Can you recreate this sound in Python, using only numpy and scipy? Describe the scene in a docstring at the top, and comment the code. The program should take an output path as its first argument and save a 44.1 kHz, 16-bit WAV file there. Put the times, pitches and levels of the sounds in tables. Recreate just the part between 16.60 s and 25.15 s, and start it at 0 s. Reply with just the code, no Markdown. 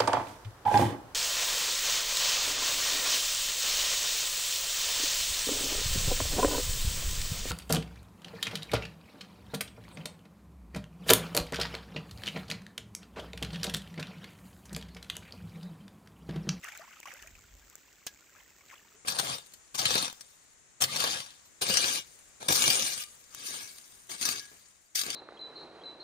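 """First a hand dabbles in a muddy channel and a spade handle is grabbed with a knock, on an open bank.
Then, in the shade of a tree, the spade works damp soil: three chops, two long gritty pushes, three light skims.
The scrapes are bursts of noise broken into grains, filtered by the soil and by the ringing steel of the blade.
Bright clicks, mostly pebbles, are short pings and cracks; bubbles are fading tones that rise in pitch.
Far-off water and insects are steady filtered noise, with a puff of wind on the bank."""
import sys
import numpy as np
from scipy import signal
from scipy.fft import rfft, irfft, next_fast_len
from scipy.io import wavfile

SR = 44100
rng = np.random.default_rng(int(sys.argv[2]) if len(sys.argv) > 2 else 0)


def transcribe(u):
    """Save the signal u as a 16-bit wav file named by the first command-line argument.

    u: samples, shape (n,) or (channels, n), limited to [-1, 1]; the rate is SR.
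    q: integer samples, one column per channel.
    """
    v = np.clip(np.atleast_2d(u).T, -1, 1)
    q = np.round(v * 32767).astype(np.int16)
    wavfile.write(sys.argv[1], SR, q)


N = 377055

# bright clicks: mostly pebbles on the blade edge, with a few dry stems or ticks;
# each use adds its own level: (t/s, level/dB, ring f/Hz)
BRIGHT_CLICKS = [(2.4825, -20, 4275), (2.5882, -20.5, 4480), (2.937, -43, 7280), (3.191, -20.5, 4260),
                 (3.217, -23, 4400), (3.255, -14, 3080), (3.3408, -19, 3700), (3.354, -17, 4040),
                 (3.426, -23, 4300), (3.6086, -36.5, 8810), (4.2198, -13.5, 5520), (4.239, -15.5, 4400),
                 (4.361, -18.5, 4380), (4.403, -16.5, 4340), (4.44, -20, 4510), (4.6618, -37.5, 4800),
                 (5.0207, -22, 4080), (5.14, -18, 4650), (5.1705, -14, 4650), (5.885, -16, 3590),
                 (5.9234, -17, 8060), (5.958, -19, 7030), (6.005, -27, 8600), (6.0214, -15, 6650),
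                 (6.102, -15.5, 4900), (6.154, -20, 6900), (6.223, -21, 5100), (6.747, -37, 6450),
                 (7.627, -23, 4180), (7.655, -18, 4830), (8.3581, -25.5, 4580), (8.3917, -21, 4660),
                 (8.5028, -22, 4600)]
# colour of small bright snaps: (f/Hz, level/dB per Hz)
SNAP_COLOUR = [(1500, -2), (4000, -10), (7000, 6.5), (12000, -8), (16000, 7)]
# the blade is dragged through the soil; the scrape and crumb settings shift these levels:
# (t/s, length/s, crest after start/s, crest level/dB, arch/dB per s^2, release/dB per s,
#  bass weight at the crest/dB, treble grit at the crest/dB, spilled soil level/dB)
SOIL_DRAGS = [(2.488, 0.25, 0.33, -31, 75, 270, 3.5, -1.5, -59),
              (3.187, 0.27, 0.14, -26.5, 165, 282, 1, -5, -57),
              (4.267, 0.3, 0.19, -26.5, 353, 153, 0.5, -3, -57.5),
              (5.046, 0.34, .18, -23.5, 262, 380, -3.5, -2, -57.5),
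              (5.88, 0.54, 0.14, -23.5, 88, 384, -1.5, 3, -56.5),
              (6.70, 0.32, 0.24, -36.5, 337, 151, 4.5, 1.5, -50),
              (7.574, 0.22, 0.12, -28, 1250, 162, 3, -0.5, -57),
              (8.398, .17, 0.18, -34.5, 50, 258, 3.5, -3, -60)]

MOVE_S = 2.36   # from the bank to the shade of the tree
T = np.arange(N) / SR
AGE = T[:2 * SR]   # time since an event began, in s
SIZE = next_fast_len(N + 8192)   # filter length, with room for tails
SIZE += SIZE % 2
HZ = np.maximum(np.arange(SIZE // 2 + 1) * SR / SIZE, 1)


def from_db(db):
    """Turns decibels into an amplitude factor."""
    return 10 ** (np.asarray(db) / 20)


def at_hz(points, hz=HZ, axis=1):
    """Reads one column of a spectrum on a log-frequency axis."""
    points = np.array(points)
    return np.interp(np.log(hz), np.log(points[:, 0]), points[:, axis])


def bell(hz, width):
    """Shape of a resonance around hz, 1 at the top."""
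    return 1 / (1 + (2 * (HZ - hz) / width) ** 2)


def colour(x, spectrum_db):
    """Filters with this shape and no sound ahead of time (minimum phase); white noise keeps its power."""
    gain = from_db(spectrum_db)
    cepstrum = irfft(np.log(gain / np.sqrt(np.mean(gain ** 2))))
    # folding the cepstrum forward puts the whole response after its cause
    cepstrum[1:SIZE // 2] *= 2
    cepstrum[SIZE // 2 + 1:] = 0
    response = np.exp(rfft(cepstrum))
    return irfft(rfft(x, SIZE) * response)[..., :N]


def low_part(x, hz):
    """Keeps what lies below hz, without delay."""
    lowpass = signal.butter(2, hz, fs=SR, output="sos")
    return signal.sosfiltfilt(lowpass, x)


def add(out, s, sound):
    """Mixes a short sound in at time s."""
    start = int(np.clip(s * SR, 0, N - 1))
    out[start:start + len(sound)] += sound[:N - start]


def dying(t60):
    """Time axis and amplitude of a decay that loses 60 dB in t60 seconds."""
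    t = np.arange(int(max(t60, .002) * SR * 1.2)) / SR
    return t, from_db(-60 * t / t60)


def bursts(rows):
    """Power envelope of sudden blows, each (t/s, level/dB, t60/s)."""
    power = np.zeros(N)
    for s, db, t60 in rows:
        _, fade = dying(t60)
        add(power, s, (from_db(db) * fade) ** 2)
    return power


def swell(attack, hold, fade_db_per_s):
    """Power envelope that rises, stays up until hold and then fades evenly in dB."""
    rise = np.minimum(AGE / max(attack, .001), 1) ** 2
    return rise * from_db(-fade_db_per_s * np.maximum(AGE - hold, 0)) ** 2


def grains(per_s, spread_db, t60):
    """Power envelope of many small random fractures, each dying away; its mean is 1."""
    starts = rng.random(N) < per_s / SR
    loudness_db = spread_db * np.minimum(rng.exponential(1, N), 3.5)
    sizes = starts * from_db(loudness_db) ** 2
    fade_per_sample = from_db(-120 / (t60 * SR))   # doubled dB because this is power
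    power = signal.lfilter([1], [1, -fade_per_sample], sizes + 1e-18)
    return power / power.mean()


def drift(rate):
    """A slow random wander through rate new points a second."""
    points = rng.standard_normal(int(T[-1] * rate) + 2)
    return 1.2 * np.interp(T * rate, np.arange(len(points)), points)


def airy_noise(alike):
    """White stereo noise, partly the same on both sides."""
    alike = np.clip(alike, 0, 1)
    shared = rng.standard_normal(N)
    separate = rng.standard_normal((2, N))
    return np.sqrt(alike) * shared + np.sqrt(1 - alike) * separate


def wind_strength():
    """A light breeze on the open bank, with one puff that swells and dies away."""
    breeze_db, puff_db = -78.5, -63
    power = from_db(breeze_db) ** 2 * (T < MOVE_S)
    add(power, 0.555, from_db(puff_db) ** 2 * swell(attack=0.099, hold=0.465, fade_db_per_s=200))
    return np.sqrt(power)


def outdoors(bank_db, pan_db):
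    """Trickling noise on the bank, smoother noise with insects under the tree, and rumbling wind."""
    # distant water and insects in the two places: (f/Hz, level/dB per Hz)
    bank_colour = [(25, -18), (60, 0.5), (150, 2), (400, 2.5), (900, -6), (2000, -2), (3300, -5.5),
                   (5000, -4), (6200, -1.5), (7100, 3.5), (8000, 0.5), (9200, -22), (15500, -3.5)]
    shade_colour = [(25, -4), (60, 2), (150, -1.5), (400, -3.5), (900, -5.5), (2000, -3), (3300, -9.5),
                    (5000, -10.5), (6200, -2), (7100, 2.5), (8000, -3.5), (10000, -13), (12500, -36),
                    (15500, -20)]
    # water and insects under the tree, before panning: (t/s, level/dB)
    shade_level = [(2.4, -59), (4, -61.5), (5.7, -58.5), (6.6, -59.5), (7.3, -60), (7.95, -60), (8.25, -65)]
    # the thin band of the insects: (f/Hz, width/Hz, lift/dB)
    insect_band = (7320, 100, 2.3)
    # wind on the microphone: (f/Hz, level/dB per Hz)
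    wind_colour = [(20, -21), (45, 0), (75, -3.5), (130, -15), (400, -35), (2000, -78)]
    trickle = np.sqrt(.5 + .5 * grains(per_s=300, spread_db=3, t60=0.0075))
    bank = from_db(bank_db) * colour(airy_noise(0.53) * trickle, at_hz(bank_colour))
    hz, width, lift_db = insect_band
    air = colour(airy_noise(0.1), at_hz(shade_colour) + lift_db * bell(hz, width))
    times, levels_db = np.transpose(shade_level)
    sides = from_db([[pan_db / 2], [-pan_db / 2]])
    shade = from_db(np.interp(T, times, levels_db)) * air * sides
    flutter = from_db(1.6 * drift(24.64))
    wind = wind_strength() * flutter * colour(airy_noise(0.95), at_hz(wind_colour))
    return np.where(T < MOVE_S, bank, shade) + wind


def ticks(tick_db, t60):
    """Droplets and dry stems make tiny bright snaps of noise."""
    # level before tick_db is added: (t/s, level/dB)
    tick_rows = [(0.0435, -26), (0.175, -27), (0.402, -29), (0.5386, -29), (0.6244, -30), (0.6726, -31),
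                 (1.099, -35), (1.1545, -27), (1.4663, -17), (3.528, -26.5), (4.9187, -50), (6.552, -41),
                 (6.748, -22.5)]
    power = bursts([(s, db + tick_db, t60) for s, db in tick_rows])
    return colour(airy_noise(0.25) * np.sqrt(power), at_hz(SNAP_COLOUR))


def bubble(hz, cycles, rise):
    """A trapped bubble fades by 60 dB over some cycles of hz, rising in pitch as it nears the surface."""
    t, fade = dying(cycles / hz)
    onset = 1 - np.exp(-2 * hz * t)
    return fade * onset * np.sin(2 * np.pi * hz * t * (1 + rise * t * hz / cycles))


def stirring():
    """How hard the water moves: each splash swells and dies away over a steady trickle."""
    # the hand stirs the water; fizz and wash shift these levels: (t/s, level/dB, hold/s)
    splash_rows = [(0.022, -45, 0.054), (0.13, -50, 0.073), (0.278, -54.5, 0.094), (0.457, -48, .06),
                   (0.544, -54, 0.088), (1.737, -60.5, 0.073), (2.079, -52.5, 0.062), (2.221, -67, .09)]
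    trickle_db = -64.5   # shifted in the same way
    power = np.full(N, from_db(trickle_db) ** 2)
    for s, db, hold in splash_rows:
        add(power, s, from_db(db) ** 2 * swell(attack=0.016, hold=hold, fade_db_per_s=149))
    return np.sqrt(power) * (T < MOVE_S)


def little_bubbles(count=1100):
    """A crowd of small bubbles scattered over the time at the bank, brought to an even overall level."""
    crowd = np.zeros((2, N))
    for when, pitch, size, side, depth in rng.random(size=(count, 5)):
        # most bubbles are of one middling size, and these are also the loudest
        hz = np.clip(2000 * (pitch / (1 - pitch)) ** .27, 550, 7500)
        loudness = from_db(13.7 * size ** 2) / (1 + (hz / 4200) ** 2) / (1 + (900 / hz) ** 2)
        # shallow bubbles ring briefly and chirp, deep ones hold their pitch
        small = loudness * bubble(hz, cycles=14 + 32 * depth, rise=0.32 * (1 - depth))
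        add(crowd[0], when * MOVE_S, small * np.sqrt(side))
        add(crowd[1], when * MOVE_S, small * np.sqrt(1 - side))
    return crowd / crowd[:, T < MOVE_S].std()


def water(plop_db, slap_db, fizz_db, wash_db, pan_db):
    """A few large bubbles, each born in a small slap, over a crowd of little ones and a soft wash."""
    # larger bubbles; plop and slap shift the level: (t/s, level/dB, nominal f/Hz)
    plop_rows = [(0.044, -43, 1210), (0.068, -54, 1690), (0.085, -36, 1820), (0.12, -39, 2340),
                 (0.151, -41.5, 2200), (0.195, -44.5, 657), (0.278, -48, 1090), (0.334, -48, 1460),
                 (0.43, -40.5, 2260), (0.456, -38, 1120), (0.474, -39.5, 2180), (0.531, -54, 544),
                 (0.567, -49, 1630), (0.625, -44, 2830), (0.645, -55, 636), (0.674, -44, 2440),
                 (0.752, -47, 2540), (0.784, -55, 1360), (2.008, -50, 2200), (2.345, -59, 425)]
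    # wash of the moving water: (f/Hz, level/dB per Hz)
    wash_colour = [(150, -20), (400, -27), (600, 0), (1200, -1), (2500, 6.5), (4000, -9), (6500, 1),
                   (9000, -12), (15000, -10)]
    plops = np.zeros((2, N))
    leans_db = rng.normal(pan_db, 2, len(plop_rows))   # mostly towards the left
    for (s, db, hz), lean in zip(plop_rows, leans_db):
        # starting below the nominal pitch, since it rises
        plop = from_db(db + plop_db) * bubble(hz * .93, cycles=61, rise=0.363)
        add(plops[0], s, plop * from_db(lean / 2))
        add(plops[1], s, plop * from_db(-lean / 2))
    splash = stirring()
    fizz = splash * from_db(fizz_db) * little_bubbles()
    churn = (splash * from_db(wash_db)) ** 2 * grains(per_s=1100, spread_db=3.0, t60=0.039)
    slaps = bursts([(s, db + slap_db, .05) for s, db, hz in plop_rows])
    wash = colour(airy_noise(0.33) * np.sqrt(churn + slaps), at_hz(wash_colour))
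    return plops + fizz + wash


def knock():
    """The spade is jolted by its handle: a dry double clack of noise."""
    # (t/s, level/dB, t60/s)
    knock_rows = [(1.469, -30.5, 0.044), (1.476, -45, 0.089)]
    # (f/Hz, level/dB per Hz)
    knock_colour = [(100, -12), (400, -7), (1000, -3), (1660, -3), (2800, 2.5), (4300, 1), (6000, 6),
                    (9000, -8), (15000, -6)]
    return colour(airy_noise(0.66) * np.sqrt(bursts(knock_rows)), at_hz(knock_colour))


def settling_crumbs(crumb_db, fall_s, spread_db, t60, count=60):
    """Spilled soil patters into the grass: thickly as a drag ends, then ever more thinly and softly."""
    fade_db_per_s = 21
    falls = []
    for s, length, *_, spill_db in SOIL_DRAGS:
        delays = rng.exponential(fall_s, count)
        sizes_db = rng.normal(0, spread_db, count)
        for delay, size_db in zip(delays, sizes_db):
            level_db = spill_db + crumb_db + size_db - fade_db_per_s * delay
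            falls.append((s + length + delay, level_db, t60))
    power = bursts([row for row in falls if row[0] < T[-1]])
    return colour(airy_noise(0.54) * np.sqrt(power), at_hz(SNAP_COLOUR))


def singing_blade():
    """Low modes of the steel, near 1200 and 1665 Hz, ring on undamped, kept wavering by sliding crumbs."""
    # the blade sings, once with the knock and then among the strokes: (t/s, level/dB, f/Hz, t60/s)
    sing_rows = [(1.467, -38, 1663, 0.079), (4.291, -41, 1200, 0.11), (6.408, -53.5, 1200, 0.31),
                 (7.0, -49.5, 1665, 0.24), (7.80, -53, 1665, 0.46)]
    out = np.zeros(N)
    for s, db, hz, t60 in sing_rows:
        t, fade = dying(t60)
        waver = (1 + .6 * (drift(70) + 1j * drift(70)))[:len(t)]   # in loudness and phase
        onset = 1 - np.exp(-t / 0.0017)
        add(out, s, from_db(db) * fade * onset * np.imag(waver * np.exp(2j * np.pi * hz * t)))
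    return out


def bright_clicks(ring_db, crack_db, ring_t60, crack_t60):
    """Each click, mostly a pebble on the steel, is a bright crack of noise and a very short ping."""
    cracks = bursts([(s, db + crack_db, crack_t60) for s, db, hz in BRIGHT_CLICKS])
    out = colour(rng.standard_normal(N) * np.sqrt(cracks), at_hz(SNAP_COLOUR))
    for s, db, hz in BRIGHT_CLICKS:
        t, fade = dying(ring_t60)
        add(out, s, from_db(db + ring_db) * fade * np.sin(2 * np.pi * hz * t))
    return out


def falling_clods():
    """Clods of soil drop with a dull bump of noise."""
    # (t/s, level/dB, t60/s)
    clod_rows = [(2.449, -41, 0.06), (3.354, -26, 0.095), (4.239, -43, 0.039), (4.44, -33.5, 0.12),
                 (5.886, -29, 0.16), (6.075, -28.5, 0.095), (7.915, -55, 0.25), (8.482, -40, 0.15)]
    # (f/Hz, level/dB per Hz)
    clod_colour = [(40, -16), (130, -1), (550, 1.5), (900, -1), (2500, -4), (5000, -36)]
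    return colour(rng.standard_normal(N) * np.sqrt(bursts(clod_rows)), at_hz(clod_colour))


def crumbling_noise(patchy_db, rate, count=30):
    """Two unrelated noises whose bands swell and fade as crumbs of different size pass the blade."""
    white = rfft(rng.standard_normal((2, SIZE)).astype(np.float32))
    place = np.interp(np.log(HZ + 800), np.log([800, 13000]), [0, count - 1])   # band number of each pitch
    out = 0
    for band in range(count):
        share = np.maximum(1 - np.abs(place - band), 0).astype(np.float32)
        out = out + irfft(white * share)[:, :N] * from_db(patchy_db * drift(rate))
    return out / out.std()


def strokes():
    """Each stroke has bite, arching drag and spill; returns their power, and their bass and grit in dB."""
    # the edge bites into the ground; the scrape setting shifts the level:
    # (t/s, level/dB, hold/s, bass weight/dB)
    bite_rows = [(2.45, -46, .016, 11), (2.469, -29, 0.035, -1), (2.582, -26.5, 0.012, -1),
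                 (3.141, -32, 0.0086, 2.5), (3.175, -26.5, 0.0075, -4), (4.203, -25.5, 0.034, 4),
                 (5.01, -24, .018, -0.5), (5.09, -24, 0.013, 8.5), (5.8, -46, 0.068, 13),
                 (5.896, -29, 0.031, 19), (6.38, -36, 0.041, -19), (6.854, -35.5, .015, -20),
                 (7.489, -39, 0.062, 8), (8.348, -27.5, .05, -9)]
    # bass and grit fall as the soil slides off the blade
    unload_db_per_s, dulling_db_per_s = 11, 4
    contacts = []
    for s, db, hold, weight_db in bite_rows:
        bite = from_db(db) ** 2 * swell(attack=0.0087, hold=hold, fade_db_per_s=450)
        contacts.append((s, bite, weight_db, 2.5))   # 2.5 dB of grit
    for s, length, crest, db, arch, release, weight_db, grit_db, spill_db in SOIL_DRAGS:
        past_crest = np.minimum(AGE, length) - crest   # negative before the crest
        drag = from_db(db - arch * past_crest ** 2) ** 2 * swell(0.0091, length, release)
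        drag_weight_db = weight_db - unload_db_per_s * past_crest
        drag_grit_db = grit_db - dulling_db_per_s * past_crest
        contacts.append((s, drag, drag_weight_db, drag_grit_db))
        # loose soil spills after each drag, fading slowly
        spill = from_db(spill_db) ** 2 * swell(attack=.04, hold=.04, fade_db_per_s=30)
        contacts.append((s + length, spill, 3, 8))   # 3 dB of bass, 8 dB of grit
    total, weight, grit = np.full(N, 1e-18), np.zeros(N), np.zeros(N)
    for s, power, weight_db, grit_db in contacts:
        add(total, s, power)
        add(weight, s, power * weight_db)
        add(grit, s, power * grit_db)
    # where contacts overlap, the stronger one counts for more in the tone
    return total, weight / total, grit / total


def with_echoes(x):
    """The ground and the earth bank throw the sound back within milliseconds."""
    # (delay/s, level/dB)
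    echo_rows = [(.0019, -35.5), (.0043, -29.5), (.0078, -24)]
    out = x
    for delay, db in echo_rows:
        late = np.array([np.interp(T - delay, T, side, left=0) for side in x])
        out = out + from_db(db) * late
    return out


def from_the_left(direct, scattered):
    """The left port leads and is mostly louder; scatter from the ground makes the two sides differ."""
    # the spade at the two microphone ports: (f/Hz, left minus right/dB)
    side_balance = [(100, 1.5), (300, 0), (600, 6), (1100, 5), (1700, 2.5), (3000, 1.5), (4000, 3.5),
                    (5000, 10), (6500, 7.5), (8100, 11.5), (9500, -2), (12000, 0)]
    # (f/Hz, likeness of the two sides from 0 to 1)
    side_likeness = [(100, 0.94), (800, 0.9), (1300, 0.28), (2400, 0.65), (3800, 0.33), (4800, 0.41),
                     (6000, 0.17), (10000, 0.24), (11200, 1), (13200, 0.6), (15500, 1)]
    # (f/Hz, phase by which the left leads/radians)
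    left_lead = [(20, 0), (250, .35), (1000, 2.3), (2000, 3.8), (3200, 10.5), (4400, 12.6), (6000, 14.8),
                 (8000, 10.4), (11000, 9.3), (12400, 6.3), (14700, 6.3), (16000, 3.3)]
    alike = np.clip(at_hz(side_likeness), 0, 1)
    lean = from_db(at_hz(side_balance))
    common = np.sqrt(1 + alike) * rfft(direct, SIZE)
    apart = np.sqrt(1 - alike) * rfft(scattered, SIZE)
    left = (common + apart) * lean
    right = (common - apart) * np.exp(-1j * at_hz(left_lead))
    return irfft(np.array([left, right]) / np.sqrt(1 + lean ** 2))[:, :N]


def spade(scrape_db, click_db, grainy, slipping):
    """Soil grains crack against the blade, clumped as the soil sticks and slips; the blade colours them."""
    # times of the chops, the pushes and the skims: (from t/s, to t/s)
    stroke_kinds = [(2.4, 4.9), (4.9, 6.62), (6.62, 8.6)]
    # soil giving way: (f/Hz, then level/dB per Hz when chopping, pushing, skimming)
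    soil_colour = [(30, -44, -33, -59), (69.5, -15, -14, -14.5), (134, -5, -5, -9), (410, -13.5, -8, -6.5),
                   (1040, -6.5, -9.5, -12), (2140, -6, -7, 0), (3400, -0.5, -1, 1.5), (4470, 1, -1, 1.5),
                   (6640, -2.5, -4, -0.5), (9300, -5, -2.5, 1), (10100, -6.5, -5.5, -4),
                   (11500, -16.5, -15, -9.5), (15200, -16.5, -17, -11.5)]
    # blade resonances, damped differently as the soil grips:
    # (f/Hz, width/Hz, then lift/dB when chopping, pushing, skimming)
    blade_modes = [(536, 110, 7.5, 6, -3), (777, 220, 6.5, 4.6, 3), (1176, 180, 5, 4.8, 9.5),
                   (1647, 88, 6.5, 8.5, 11), (2252, 21, -24, 9.1, 9.5), (2385, 63, -5.5, 7.7, -18),
                   (2880, 33, -2, 12.8, -2), (3050, 60, 4.5, 1.8, 3), (3640, 35, 8, 2.1, 6),
                   (3870, 53, -3, 1.1, 6.5), (4620, 90, -1, 1, 5), (5064, 280, 3.5, 8.8, 10.5),
                   (5710, 75, 7.5, 9.6, 9), (6055, 114, -15, 5.9, 8.5), (6700, 140, -1, 7.4, 8.5),
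                   (8130, 89, 10.5, 10.4, 10.5), (8880, 126, 7.5, 3.5, 9.5)]
    # shadows of the microphone housing: (f/Hz, width/Hz, level/dB)
    housing_notches = [(5217, 220, -14), (7700, 360, -13)]
    effort, weight_db, grit_db = strokes()
    grainy, slipping = np.clip([grainy, slipping], 0, 1)
    sand = 1 - grainy + grainy * grains(per_s=1800, spread_db=3.5, t60=0.0053)
    slips = 1 - slipping + slipping * grains(per_s=120, spread_db=7.5, t60=0.032)
    scrape = effort * from_db(scrape_db) ** 2 * sand * slips
    # the bright clicks also add noise with the colour of soil and blade, with little bass (-3 dB)
    clatter = bursts([(s, db + click_db, 0.049) for s, db, hz in BRIGHT_CLICKS])
    power = scrape + clatter
    weight_db = (scrape * weight_db + clatter * -3) / power
    force = np.sqrt(power) * crumbling_noise(patchy_db=3.3, rate=45)
    housing_db = sum(db * bell(hz, width) for hz, width, db in housing_notches)
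    mode_shapes = np.array([bell(hz, width) for hz, width, *_ in blade_modes])
    blade_db = np.array(blade_modes)[:, 2:].T @ mode_shapes
    sound = 0
    for kind, (start, end) in enumerate(stroke_kinds):
        during = (T >= start) & (T < end)
        tone_db = at_hz(soil_colour, axis=kind + 1) + blade_db[kind] + housing_db
        sound = sound + colour(force * during, tone_db)
    # packed earth thuds, loose sand hisses
    bass = low_part(sound, hz=1230)
    treble = sound - low_part(sound, hz=7340)
    sound = sound + bass * (from_db(weight_db) - 1) + treble * (from_db(grit_db) - 1)
    direct, scattered = with_echoes(sound)
    clicks = bright_clicks(ring_db=-5.5, crack_db=-2, ring_t60=0.05, crack_t60=0.005)
    return from_the_left(direct + falling_clods() + clicks, scattered)


def scene():
    """Water and handle first, then the digging, all in open air."""
    air = outdoors(bank_db=-60, pan_db=3.5)
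    snaps = ticks(tick_db=-4.5, t60=0.009)
    channel = water(plop_db=0, slap_db=-6.5, fizz_db=-3.5, wash_db=-6.0, pan_db=4.5)
    crumbs = settling_crumbs(crumb_db=1, fall_s=.2, spread_db=4, t60=0.012)
    # grainy: share of the scrape that comes as separate cracking grains
    digging = spade(scrape_db=-1.4, click_db=-3.5, grainy=.43, slipping=0.17)
    return air + snaps + channel + knock() + crumbs + singing_blade() + digging


def record(dry):
    """Cuts the top steeply above 15.5 kHz."""
    steep_cut = signal.ellip(10, .1, 80, 15500, fs=SR, output="sos")
    return signal.sosfilt(steep_cut, dry)


dry = scene()
out = record(dry)
transcribe(out)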